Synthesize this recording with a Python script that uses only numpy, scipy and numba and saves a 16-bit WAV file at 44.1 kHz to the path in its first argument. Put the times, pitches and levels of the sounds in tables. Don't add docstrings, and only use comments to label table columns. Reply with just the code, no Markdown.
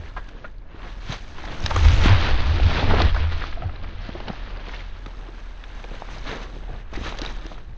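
import sys
import numpy as np
from scipy import signal
from scipy.fft import rfft, irfft, dct
from scipy.io import wavfile
from scipy.ndimage import uniform_filter1d, map_coordinates
from numba import njit

SR = 44100
rng = np.random.default_rng(int(sys.argv[2]) if len(sys.argv) > 2 else 0)


def generate_wav(signal):
    frames = np.transpose(np.atleast_2d(signal))
    scaled = np.clip(frames, -1, 1) * 32767
    pcm = np.round(scaled).astype(np.int16)
    wavfile.write(sys.argv[1], SR, pcm)


def voltage_ratio(decibels):
    exponent = np.asarray(decibels, float) / 20
    return 10 ** exponent


N = 343053

BRUSH_DB = -33
ENGINE_HZ, ENGINE_DB, ENGINE_SECOND_DB = 37.55, -34.5, -20
SWEEP_RISE, JOLT_RISE = 0.94, 0.93
SWEEP_DB_PER_OCTAVE2 = -1.64
HEAVY_SHARE = 0.37
CRUNCH_T60_S, TICK_T60_S = 0.032, 0.012
FILTER_REACH = 0.59

SIZE_HZ = (130, 280, 1000, 3200, 6200)
# (frequency [Hz], level per Hz [dB])
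PORT_COLOUR = [(65, -39), (110, -5.5), (150, -7.5), (450, -12), (1200, -12.5), (2600, -16), (3300, -17),
               (3950, -19), (4600, -23), (5400, -27.5), (6250, -29), (7000, -37), (7800, -50),
               (8700, -47.5)]
# (time [s], pressure [dB], tilt to fine parts [dB])
PRESSURE = [(0, -10.5, -1.5), (.45, -15, -5), (1.02, -13.5, 3.5), (1.3, -12, 5), (1.6, -9, -6.5),
            (1.78, 3, 2), (2.49, 2.5, 0), (3.03, 6, -2.5), (3.12, -9, 3), (3.55, -10.5, 1.5),
            (3.6, -13, -4), (4.4, -9.5, 0.5), (4.88, -15.5, -1.5), (5.59, -18, 0), (6.15, -8.5, -0.5),
            (6.7, -13, -4.5), (7.45, -11.5, -3.5), (7.65, -19, -5)]
# (time [s], peak [dB], time to fade 20 dB [s], pitch of the
# parts [Hz])
SWEEPS = [(.178, 0, 0.025, 1100), (.29, -4, -0.06, 3000), (.453, -5, 0.02, 500), (.84, -2.5, 0.25, 688),
          (1.1, -7.5, 1.1, 250), (1.128, 7.5, 0.0653, 3540), (1.46, 1, 0.2, 598), (1.67, 1.5, 0.2, 4020),
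          (1.709, 12.5, -0.15, 1000), (1.762, 13.5, 0.0052, 1200), (2.086, 13.5, 0.17, 1500),
          (2.24, 10.5, 0.39, 2245), (2.92, 14.5, 0.16, 504), (3.01, 12, 0.14, 1510), (3.21, 5, 0.18, 1500),
          (3.429, 1.5, 0.26, 2510), (3.64, -5, 0.44, 302), (3.84, 1.5, 0.04, 900), (4.095, -9, -0.2, 700),
          (4.16, -3.5, 0.4, 298), (4.291, 3, 0.09, 605), (4.745, -4, 0.21, 2500), (5.22, -5.5, 0.5, 504),
          (5.94, -7.5, 0.9, 795), (6.317, 5, 0.1462, 1510), (6.74, -3.5, 0.1, 600),
          (6.979, -6.5, 0.27, 696), (7.065, 2, 0.09, 1206), (7.238, 3, 0.11, 1530),
          (7.48, -12.5, 0.22, 2980),
          (1.52, -1.5, 0.14, 1480), (2.6, 4.5, 0, 800), (2.789, 8, 0.12, 2480), (3.33, 4, 0.04, 1985),
          (3.76, -2, -0.1, 1505), (4.56, -4.5, 0.35, 714), (4.685, -1, 0.07, 2780), (1.455, 4, 0, 3500),
          (1.852, 12.5, 0.02, 2000), (4.08, -6.5, 0.3, 2800), (4.791, -6, 0.18, 2210),
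          (2.06, 10.5, .03, 2000), (6.43, -2.5, 0.03, 3000), (6.5, -3, 0, 500), (7.52, -10.5, .1, 2500),
          (6.11, -12.5, 0.05, 3000), (6.34, 2.5, 0.18, 502), (6.96, -1.5, 0.03, 6000),
          (7.03, -7, 0.07, 6000), (7.31, -6.5, 0.13, 5000), (6.28, 0, 0, 3800), (6.94, 1, 0, 4530),
          (7.072, 2.5, 0.12, 5000)]
# (start [s], end [s], depth [dB], time to return [s])
LULLS = [
    (.1, .165, -4, .006),
    (0.458, 0.855, -15.5, 0.12),
    (1.172, 1.4, -4.5, 0.048),
    (0.889, 1.03, -3, .04),
    (3.895, 4.029, -4.5, .05),
    (4.6, 4.658, -4, .006),
    (6.805, 6.918, -15.5, .006),
]
# (frequency [Hz], width [Hz], level [dB])
FAR_RUSTLE = [
    (1660, 120, -57.5),
    (3900., 260, -75),
    (6190, 800, -82.5),
]
# (time [s], air on the port [dB], unsteadiness of the grip [dB])
CARRY = [(0, -39.5, -41.5), (.21, -37.5, -52.5), (.87, -37, -56), (.95, -42, -48), (1.1, -37.5, -51),
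         (1.58, -32.5, -43.5), (1.7, -29.5, -40), (1.86, -18.5, -38.5), (2.47, -19.5, -31),
         (3.05, -19, -24), (3.38, -23.5, -46), (3.6, -28.5, -42), (4.18, -35, -49), (5.46, -42, -55),
         (6.2, -35, -54.5), (6.6, -39.5, -59), (7.02, -32, -51), (7.78, -35, -54.5)]
# (time [s], thump [dB], ring of the mount [dB], time to fade 20 dB [s])
JOLTS = [(0, -46.5, -28, 0), (.73, -42.5, -43, 0), (.87, -43.5, -47.5, 0.4), (1.1, -26.5, -31, -0.1),
         (1.648, -25, -25, 0.03), (1.86, -19, -14, 0.1454), (1.941, -18.5, -28, 0.18),
         (2.06, -17.5, -33, 0.15), (2.121, -24.5, -13, 0.156), (2.3, -31, -42.5, -0.4),
         (2.47, -21, -23, 0.29), (2.66, -31, -15.5, 0.07), (2.84, -34.5, -22.5, -0.05),
         (3.03, -20, -25.5, 0.26), (3.2, -22, -28.5, -0.03), (3.278, -47, -20.5, 0.17),
         (3.66, -36, -18.5, 0.05), (3.9, -47.5, -44, 1.2), (4.18, -22.5, -50, -0.1), (4.27, -44.5, -33, 0),
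         (4.68, -46.5, -43.5, .5), (6.3, -38, -35, -0.03), (6.58, -44, -57.5, 2.5), (6.74, -27, -42, -0.13),
         (7.02, -27.5, -43, 0.1), (7.43, -43.5, -60, -0.4), (7.78, -40.5, -47, -1.2)]
# (time [s], pitch [Hz])
MOUNT_HZ = [(0, 88.4), (1.1, 94.6), (1.7, 88.6), (2.2, 86.78), (2.5, 80.44), (2.8, 85.58), (3.3, 84),
            (3.62, 79.2), (3.7, 90), (4.5, 84.2), (6.5, 100.5), (7.78, 98.6)]
# (time [s], depth [dB], half length [s])
DRONE_DIPS = [
    (0, -15, 0.15),
    (0.54, -7.5, 0.47),
    (0.724, -16, 0.12),
    (2.3, -16, 1.38),
    (3.69, -17.5, 0.084),
    (4.3, -4, 0.17),
    (5.6, -2.5, 0.62),
    (6.034, -12, 0.12),
    (6.895, -11, 0.074),
    (7.78, -2, 0.58),
]
# (time [s], peak [dB], ring [Hz])
TICKS = [(0.0493, -43, 2970), (0.2872, -33, 3730), (0.3844, -41, 2910), (0.5821, -41, 4300),
         (1.4547, -32, 2960), (1.485, -26, 3360), (1.5194, -21.5, 3510), (1.6044, -35.5, 2550),
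         (1.639, -15.5, 3700), (1.7053, -21.5, 3410), (1.749, -28, 2700), (1.8036, -23.5, 3230),
         (1.8514, -13, 2920), (1.9144, -25, 3420), (2.0414, -15, 3020), (2.0867, -14.5, 2630),
         (2.3094, -20, 3400), (2.3894, -22, 3400), (2.598, -28, 2870), (2.6544, -23, 3600),
         (2.9944, -17.5, 3420), (3.0944, -20, 3510), (3.145, -22.5, 3750), (3.2094, -32, 2500),
         (3.418, -26, 3090), (3.4394, -32.5, 2630), (3.5374, -31, 3430), (4.082, -33, 2990),
         (4.6598, -31, 2640), (4.6894, -37.5, 2900), (4.7358, -28.5, 2630), (4.7744, -36, 2670),
         (5.6385, -20, 2580), (5.9384, -34, 2720), (5.9524, -24, 2880), (6.0516, -42, 2720),
         (6.1838, -28, 5080), (6.2307, -28, 3580), (6.2756, -21, 3510), (6.3344, -32, 3600),
         (6.3694, -36, 2660), (6.4268, -34, 2820), (6.557, -36, 2570), (6.96, -23, 4560),
         (6.977, -36, 4070), (7.022, -33, 3000), (7.0788, -31, 2500), (7.1244, -29.5, 2700),
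         (7.2757, -31, 2770), (7.2944, -37, 2590), (7.3994, -43, 2510), (7.422, -31, 3650),
         (7.5794, -39, 3150)]
# (time [s], peak [dB], ring [Hz], time to fade 60 dB [s])
SCRAPES = [
    (0.1634, -27, 1620, 0.087),
    (0.4434, -31, 1400, 0.047),
    (1.7629, -23, 1453, 0.069),
    (2.9986, -20, 1204, 0.06),
    (6.9494, -31, 1965, 0.066),
    (7.0623, -27, 1716, 0.052),
]
# (time [s], peak [dB], ring [Hz], time to fade 60 dB [s])
KNOCKS = [(.164, -22.5, 1024, 0.07), (.443, -25, 1430, 0.057), (1.709, -14.5, 903, 0.05),
          (1.76, -12.5, 798, 0.038), (1.847, -18.5, 946, 0.048), (2.597, -16.5, 527, 0.039),
          (3.0, -11, 680, 0.038), (3.162, -10.5, 1082, 0.034), (3.414, -25, 1623, 0.057),
          (4.199, -25.5, 630, 0.054), (4.734, -26.5, 1793, 0.053), (5.936, -28.5, 523, 0.054),
          (7.122, -23.5, 797, 0.025), (7.514, -26, 635, 0.047)]
# (multiple of its pitch, level [dB])
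STALK_PARTIALS = [
    (1.002, 5.5),
    (1.599, -7.5),
]
# (time [s], peak [dB], ring [Hz], time to fade 60 dB [s])
FLICKS = [(0.2882, -40, 6000, 0.007), (1.1268, -26, 6300, 0.014), (1.6212, -35.5, 5910, 0.013),
          (1.7619, -21, 6500, 0.011), (1.8033, -36.5, 5720, 0.012), (3.694, -25.5, 1310, 0.022),
          (3.62, -24, 1300, 0.023), (2.599, -20, 2500, .01), (4.299, -18, 746, 0.019),
          (5.06, -23.5, 1260, 0.023), (6.426, -25, 650, 0.015), (7.261, -20.5, 3770, 0.011),
          (7.276, -22.5, 2400, 0.011)]
# (time [s], peak [dB], ring [Hz], time to fade 60 dB [s])
TAPS = [(.443, -27, 600, .035), (.745, -30, 300, .02), (1.439, -25, 790, .025), (1.7625, -10, 1200, .008),
        (1.8845, -17, 2000, .005), (2.599, -18, 696, 0.0091), (3.001, -13, 900, 0.013),
        (3.4395, -14, 1250, 0.0085), (4.2015, -24, 600, .01), (4.3012, -17.5, 222, 0.022),
        (5.64, -31, 1500, 0.014), (5.841, -33, 794, .012), (6.021, -16, 800, .008),
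        (6.275, -29, 1300, .012), (6.325, -25, 420, .04), (6.974, -21, 330, .03), (7.062, -24, 520, .015),
        (7.194, -25, 560, 0.022), (7.228, -23, 377, .02), (7.4645, -27.5, 696, 0.0089)]
# (time [s], peak [dB], ring [Hz], time to fade 60 dB [s])
STEPS = [(0.743, -33.5, 101, 0.062), (1.096, -20, 125, 0.06), (1.5, -34, 153, 0.096),
         (1.853, -17, 101.4, 0.13), (3.049, -29, 172.3, 0.074), (3.629, -27.5, 106, 0.067),
         (4.295, -32, 182, 0.087), (5.059, -40, 145, 0.08), (6.204, -41, 134, 0.08),
         (6.703, -34, 121.6, 0.08), (7.691, -39, 121, 0.12)]
# (time [s], peak [dB], ring [Hz])
CRUNCHES = [(1.38, -24, 708), (1.419, -31, 670), (1.482, -23.5, 687), (1.517, -26, 810), (1.595, -26, 656),
            (1.746, -17.5, 1270), (1.849, -14, 964), (2.056, -16.5, 890), (2.089, -20, 630),
            (2.102, -11.5, 1280), (2.384, -12.5, 1460), (2.579, -18, 1340), (2.713, -12.5, 634),
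            (2.826, -22, 850), (2.907, -8, 868), (3.0, -12.5, 654), (3.093, -21, 1160),
            (3.145, -13.5, 1080), (3.207, -23, 985), (3.239, -23, 770), (3.418, -18, 1660),
            (3.525, -21.5, 1655), (3.84, -28, 1410), (4.052, -31, 724), (4.091, -27, 690),
            (4.332, -23.5, 765), (4.66, -29, 2120), (4.69, -25, 1540), (4.736, -22, 1766),
            (4.768, -33, 1364), (4.799, -28, 1840), (5.611, -34, 1630), (5.699, -32, 1470),
            (5.796, -25.5, 697), (5.937, -32, 1400), (6.048, -37, 600), (6.085, -22, 820),
            (6.161, -27, 1580), (6.275, -23, 1200), (6.301, -29, 1500), (6.329, -27, 651),
            (6.426, -31, 721), (6.626, -37, 1030), (6.679, -30, 791), (6.702, -27, 770), (6.932, -21, 840),
            (7.01, -34, 630), (7.078, -25, 1750), (7.142, -22, 1005), (7.517, -35, 724), (7.578, -27, 990)]
# (time [s], peak [dB], ring [Hz], time to fade 60 dB [s])
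SNAPS = [(1.6608, -9.5, 3800, 0.016), (1.7047, -17.5, 3410, 0.019), (1.7484, -26, 2660, 0.007),
         (1.78, -24, 2550, 0.007), (1.8487, -21, 3270, 0.013), (1.8843, -17, 3300, 0.013),
         (2.0458, -20, 3160, 0.012), (2.0579, -21, 3560, 0.012), (2.6327, -17.5, 3250, 0.017),
         (2.9469, -22, 2610, 0.02), (2.985, -29, 2630, 0.013), (3.0008, -16, 2470, 0.011),
         (3.0182, -10, 3800, 0.013), (3.1453, -24.5, 3900, 0.015), (3.4064, -30, 3080, 0.016),
         (4.2014, -28, 2800, 0.023), (4.2815, -24, 2960, 0.028), (5.0603, -31, 3625, 0.019),
         (5.84, -30, 2430, 0.017), (7.1718, -33, 3880, 0.016), (7.1865, -20, 3940, 0.018),
         (7.2152, -19.5, 4010, 0.021), (7.249, -20.5, 3000, 0.014), (7.4644, -23.5, 3340, 0.0096)]
# (multiple of its pitch, level [dB])
STEM_PARTIALS = [
    (.45, 0.5),
    (0.999, 4),
    (1.6, -19),
]
# (time [s], peak [dB], ring [Hz], time to fade 60 dB [s])
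THUDS = [(2.057, -7, 245, 0.031), (2.826, -13, 434, 0.039), (2.935, -9.5, 421, 0.059),
         (4.089, -16, 245, 0.025), (4.149, -25, 350, 0.063), (4.284, -25, 257, 0.035),
         (4.675, -29, 438, 0.045), (5.064, -31, 270, 0.03), (5.286, -33, 335, 0.065),
         (5.842, -29, 480, 0.051), (5.912, -26.5, 336, 0.04), (6.563, -31, 376, 0.06),
         (6.69, -30, 460, 0.048), (6.927, -30.5, 423, 0.029), (7.011, -26, 258, 0.033),
         (7.218, -20, 297, 0.02), (7.453, -31.5, 323, 0.078)]
# (time [s], peak [dB], ring [Hz], time to fade 60 dB [s])
CREAKS = [
    (3.572, -23.5, 678, 0.04),
    (3.62, -21.5, 690, 0.036),
    (3.634, -22, 750, 0.036),
    (3.685, -30, 740, 0.044),
]
# (time [s], very top [dB])
WIND_FILTER = [
    (1.0, 0),
    (1.6, 4.5),
    (2.06, 4),
    (2.15, -10),
    (2.3, -11.5),
    (3.6, -15),
    (4.6, -9.5),
    (4.9, -5.5),
    (5.05, 2.5),
]
# (time [s], level at its resonances [dB])
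CAVITY_DB = [(0, 1), (1.5, 1), (2.2, 0), (4.6, 0), (5.7, 2), (7.78, 3)]
# (frequency [Hz], half width [Hz])
CAVITY = [
    (3850., 230),
    (6200., 350),
]
# (time [s], edge [Hz])
EDGE_HZ = [(0, 8700), (.31, 8700), (.34, 7200), (.44, 7200), (.49, 8150), (.6, 7300), (.75, 7150),
           (.8, 8700), (2.2, 8700), (2.3, 8250), (3.05, 8250), (3.15, 7850), (3.54, 7850), (3.6, 7350),
           (3.8, 7550), (4.48, 7500), (4.68, 8700), (7.78, 8700)]


def level(x, db):
    return x * voltage_ratio(db) / np.sqrt(np.mean(x ** 2))


def curves(table):
    s, *columns = np.transpose(table)
    return np.array([np.interp(np.arange(N) / SR, s, c) for c in columns])


def walk(rate):
    k = int(SR / rate)
    steps = np.repeat(rng.standard_normal(N // k + 1), k)
    return 1.212 * uniform_filter1d(uniform_filter1d(steps, k), k)[:N]


def filtered(x, hz, kind, order):
    return signal.sosfilt(signal.butter(order, hz, kind, fs=SR, output="sos"), x)


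def noise_band(low_hz, high_hz, order):
    return filtered(rng.standard_normal(N), [low_hz, high_hz], "bandpass", order)


def rubbing(spread_hz):
    return level(filtered(rng.standard_normal(N), spread_hz, "low", order=2), 0)


@njit
def grains(start, hz, t60, rise, size, clean, rub):
    out = np.zeros(N)
    for k in range(len(start)):
        fade = np.exp(-np.log(1000) / (t60[k] * SR))
        turn, z = fade * np.exp(2j * np.pi * hz[k] / SR), 1 + 0j
        swell, gap = np.exp(-1 / (rise[k] * SR)), 1.
        for i in range(start[k], min(start[k] + int(t60[k] * SR), N)):
            gap *= swell
            out[i] += size[k] * (1 - gap) * z.imag * (clean[k] + (1 - clean[k]) * rub[i])
            z *= turn
    return out


def hits(table, spread_hz, rise_share, gain_db, clean, multiple=1):
    s, db, hz, t60 = np.transpose(table)
    t60 = np.maximum(t60, .002)
    start = (s * SR).astype(np.int64)
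    clean = np.full(len(s), clean)
    return grains(start, multiple * hz, t60, rise_share * t60, voltage_ratio(db + gain_db), clean, rubbing(spread_hz))


def small(table, t60):
    return [(*row, t60) for row in table]


def swells(s, db, fade_s, rise):
    t = np.arange(0, N + 64, 64) / SR
    late = (t - s[:, None]) / np.maximum(fade_s, .01)[:, None]
    return voltage_ratio(db[:, None] - 20 * np.maximum(late, -late / rise)) ** 2


def on_top(floor_db, power):
    return 10 * np.log10(voltage_ratio(floor_db) ** 2 + np.interp(np.arange(N), np.arange(len(power)) * 64, power))


def contact():
    t = np.arange(N) / SR
    press_db, fine_db = curves(PRESSURE)
    for start, end, db, back_s in LULLS:
        corners = [start, (start + end - back_s) / 2, end - back_s, end]
        press_db = press_db + np.interp(t, corners, [0, db, db, 0])
    s, db, fade_s, hz = np.transpose(SWEEPS)
    power = swells(s, db, fade_s, SWEEP_RISE)
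    levels = []
    for size_hz in SIZE_HZ:
        floor_db = press_db + 0.62 * np.log2(size_hz / 1600.0) * fine_db
        share = voltage_ratio(SWEEP_DB_PER_OCTAVE2 * np.log2(hz / size_hz) ** 2) ** 2
        levels.append(on_top(floor_db, share @ power))
    return np.array(levels)


def slips(effort, count, cycles, spread, scatter_db, clean):
    when, pitch, tail, ring, way = rng.random((count, 5)).T
    start = (when * (N - 1)).astype(np.int64)
    hz = 110 + 8700 * pitch ** 2
    t60 = cycles * np.exp(spread * (ring - .5)) / hz
    place = np.interp(np.log(hz), np.log(SIZE_HZ), np.arange(len(SIZE_HZ)))
    db = map_coordinates(effort, [place, start], order=1) - scatter_db * np.log(tail + .02)
    size = np.sign(way - .5) * voltage_ratio(db) * hz ** .25 / np.sqrt(t60)
    return level(grains(start, hz, t60, t60 / 20, size, np.full(count, clean), rubbing(320.0)), 0)


def brushing(effort, bunch_db=1.0, patch_db=2.0, clump_db=0.74, leaf_db=-6.5, crackle_db=-11.5):
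    effort = effort - 10 * np.log10(np.mean(voltage_ratio(effort) ** 2, axis=1, keepdims=True))
    patches = np.array([patch_db * walk(25) for _ in SIZE_HZ])
    bunched = effort + patches + bunch_db * walk(70) + clump_db * walk(16)
    bed = slips(bunched, count=110000, cycles=4.7, spread=1.98, scatter_db=1.0, clean=1.)
    leaves = slips(effort, count=5000, cycles=24.3, spread=2.0, scatter_db=2.5, clean=0.67)
    crackle = slips(effort, count=2500, cycles=5.7, spread=1.5, scatter_db=3.0, clean=0.7)
    f = np.maximum(np.fft.rfftfreq(N, 1 / SR), 1)
    port_hz, port_db = np.transpose(PORT_COLOUR)
    colour_db = np.interp(np.log(f), np.log(port_hz), port_db)
    mix = bed + voltage_ratio(leaf_db) * leaves + voltage_ratio(crackle_db) * crackle
    return level(irfft(rfft(mix) * voltage_ratio(colour_db), N), BRUSH_DB)


def field(blades_db):
    bands = [level(noise_band(hz - w / 2, hz + w / 2, order=1), db) for hz, w, db in FAR_RUSTLE]
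    hush_db = 0.79 * np.minimum(blades_db + 12.0, 0)
    return sum(bands) * voltage_ratio(1.8 * walk(1.6) + hush_db)


def handling(thump_db=2.5, ring_db=-1.5):
    air_db, grip_db = curves(CARRY)
    s, hit_db, shake_db, fade_s = np.transpose(JOLTS)
    thumps = on_top(grip_db + thump_db, swells(s, hit_db, fade_s, JOLT_RISE).sum(0))
    rings = on_top(grip_db + ring_db, swells(s, shake_db, fade_s, JOLT_RISE).sum(0))
    return air_db, thumps, rings


def buffeting(air_db, thump_db):
    swings = noise_band(4., 28., order=2)
    thumps = noise_band(42., 70., order=2)
    return level(swings, 0) * voltage_ratio(air_db) + level(thumps, 0) * voltage_ratio(thump_db)


def mount(shake_db, wander_hz=8., flutter_db=3.):
    phase = 2 * np.pi * np.cumsum(curves(MOUNT_HZ)[0] + wander_hz * walk(25)) / SR
    return np.sqrt(2) * np.sin(phase) * voltage_ratio(shake_db + flutter_db * walk(30))


def drone_level():
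    t = np.arange(N) / SR
    return ENGINE_DB + sum(db * np.clip(1 - np.abs(t - s) / half, 0, 1) for s, db, half in DRONE_DIPS)


def engine(drone_db, wander=0.0209):
    phase = 2 * np.pi * np.cumsum(ENGINE_HZ * (1 + wander * walk(2.7))) / SR
    return np.sqrt(2) * voltage_ratio(drone_db) * (np.sin(phase) + voltage_ratio(ENGINE_SECOND_DB) * np.sin(2 * phase))


def ticks():
    return hits(small(TICKS, TICK_T60_S), 1100., 0.06, -1.5, clean=0.48)


def scrapes():
    return hits(SCRAPES, 450.0, 0.14, 9.2, clean=0.46)


def knocks():
    return sum(hits(KNOCKS, 450., 0.086, db, clean=0.44, multiple=k) for k, db in STALK_PARTIALS)


def flicks():
    return hits(FLICKS, 900., 0.037, 2.4, clean=0.56)


def taps():
    return hits(TAPS, 600., .04, 3.0, clean=0.81)


def footfalls():
    return hits(STEPS, 45.0, 0.055, 9.8, clean=0.77)


def crunches():
    return hits(small(CRUNCHES, CRUNCH_T60_S), 700., 0.1, 1.8, clean=0.32)


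def snaps():
    return sum(hits(SNAPS, 1400.0, 0.045, db - 1.5, clean=0.3, multiple=k) for k, db in STEM_PARTIALS)


def thuds():
    return sum(hits(THUDS, 320.0, 0.046, db, clean=0.45, multiple=k) for k, db in STALK_PARTIALS)


def creaks():
    return hits(CREAKS, 150., 0.11, 3.6, clean=0.87)


def scene():
    air_db, thump_db, shake_db = handling()
    heaviest = np.array(SIZE_HZ) == min(SIZE_HZ)
    effort = contact() + np.outer(heaviest, HEAVY_SHARE * thump_db)
    rustle = brushing(effort) + field(effort[3])
    low = buffeting(air_db, thump_db) + mount(shake_db) + engine(drone_level()) + footfalls()
    contacts = filtered(scrapes() + knocks() + flicks() + snaps() + thuds() + creaks(), 6400.0, "low", order=6)
    bits = filtered(ticks() + crunches(), 5200., "low", order=3)
    return (rustle + contacts + taps() + bits + low)[None]


def part(x, share):
    return dct(dct(x, norm="ortho") * share, type=3, norm="ortho")


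def wind_filter(x):
    f, filter_db = np.arange(N) * SR / (2 * N), curves(WIND_FILTER)[0]
    top = np.clip((f - 7200.) / 820.0, 0, 1)
    treble = np.clip((f - 4500.) / 2100.0, 0, 1) - top
    top_change = (voltage_ratio(filter_db) - 1) * part(x, top)
    return x + top_change + (voltage_ratio(FILTER_REACH * filter_db) - 1) * part(x, treble)


def cavity(x):
    f = np.arange(N) * SR / (2 * N)
    ring = sum(np.exp(-((f - hz) / half_hz) ** 2) for hz, half_hz in CAVITY)
    return x + (voltage_ratio(curves(CAVITY_DB)[0]) - 1) * part(x, ring)


def edged(x):
    f, t, frames = signal.stft(x, SR, nperseg=2048, boundary="odd")
    edge_hz = np.interp(t, *np.transpose(EDGE_HZ))
    return signal.istft(frames * (f[:, None] < edge_hz), SR, nperseg=2048)[1][..., :N]


def top_cut(x):
    return signal.sosfilt(signal.butter(12, 8620, fs=SR, output="sos"), x)


def record(dry):
    shaped = cavity(wind_filter(dry))
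    steep_low = signal.ellip(12, .2, 90, 8650, fs=SR, output="sos")
    mix = signal.sosfilt(steep_low, edged(shaped))
    return top_cut(mix)


dry = scene()
out = record(dry)
generate_wav(out)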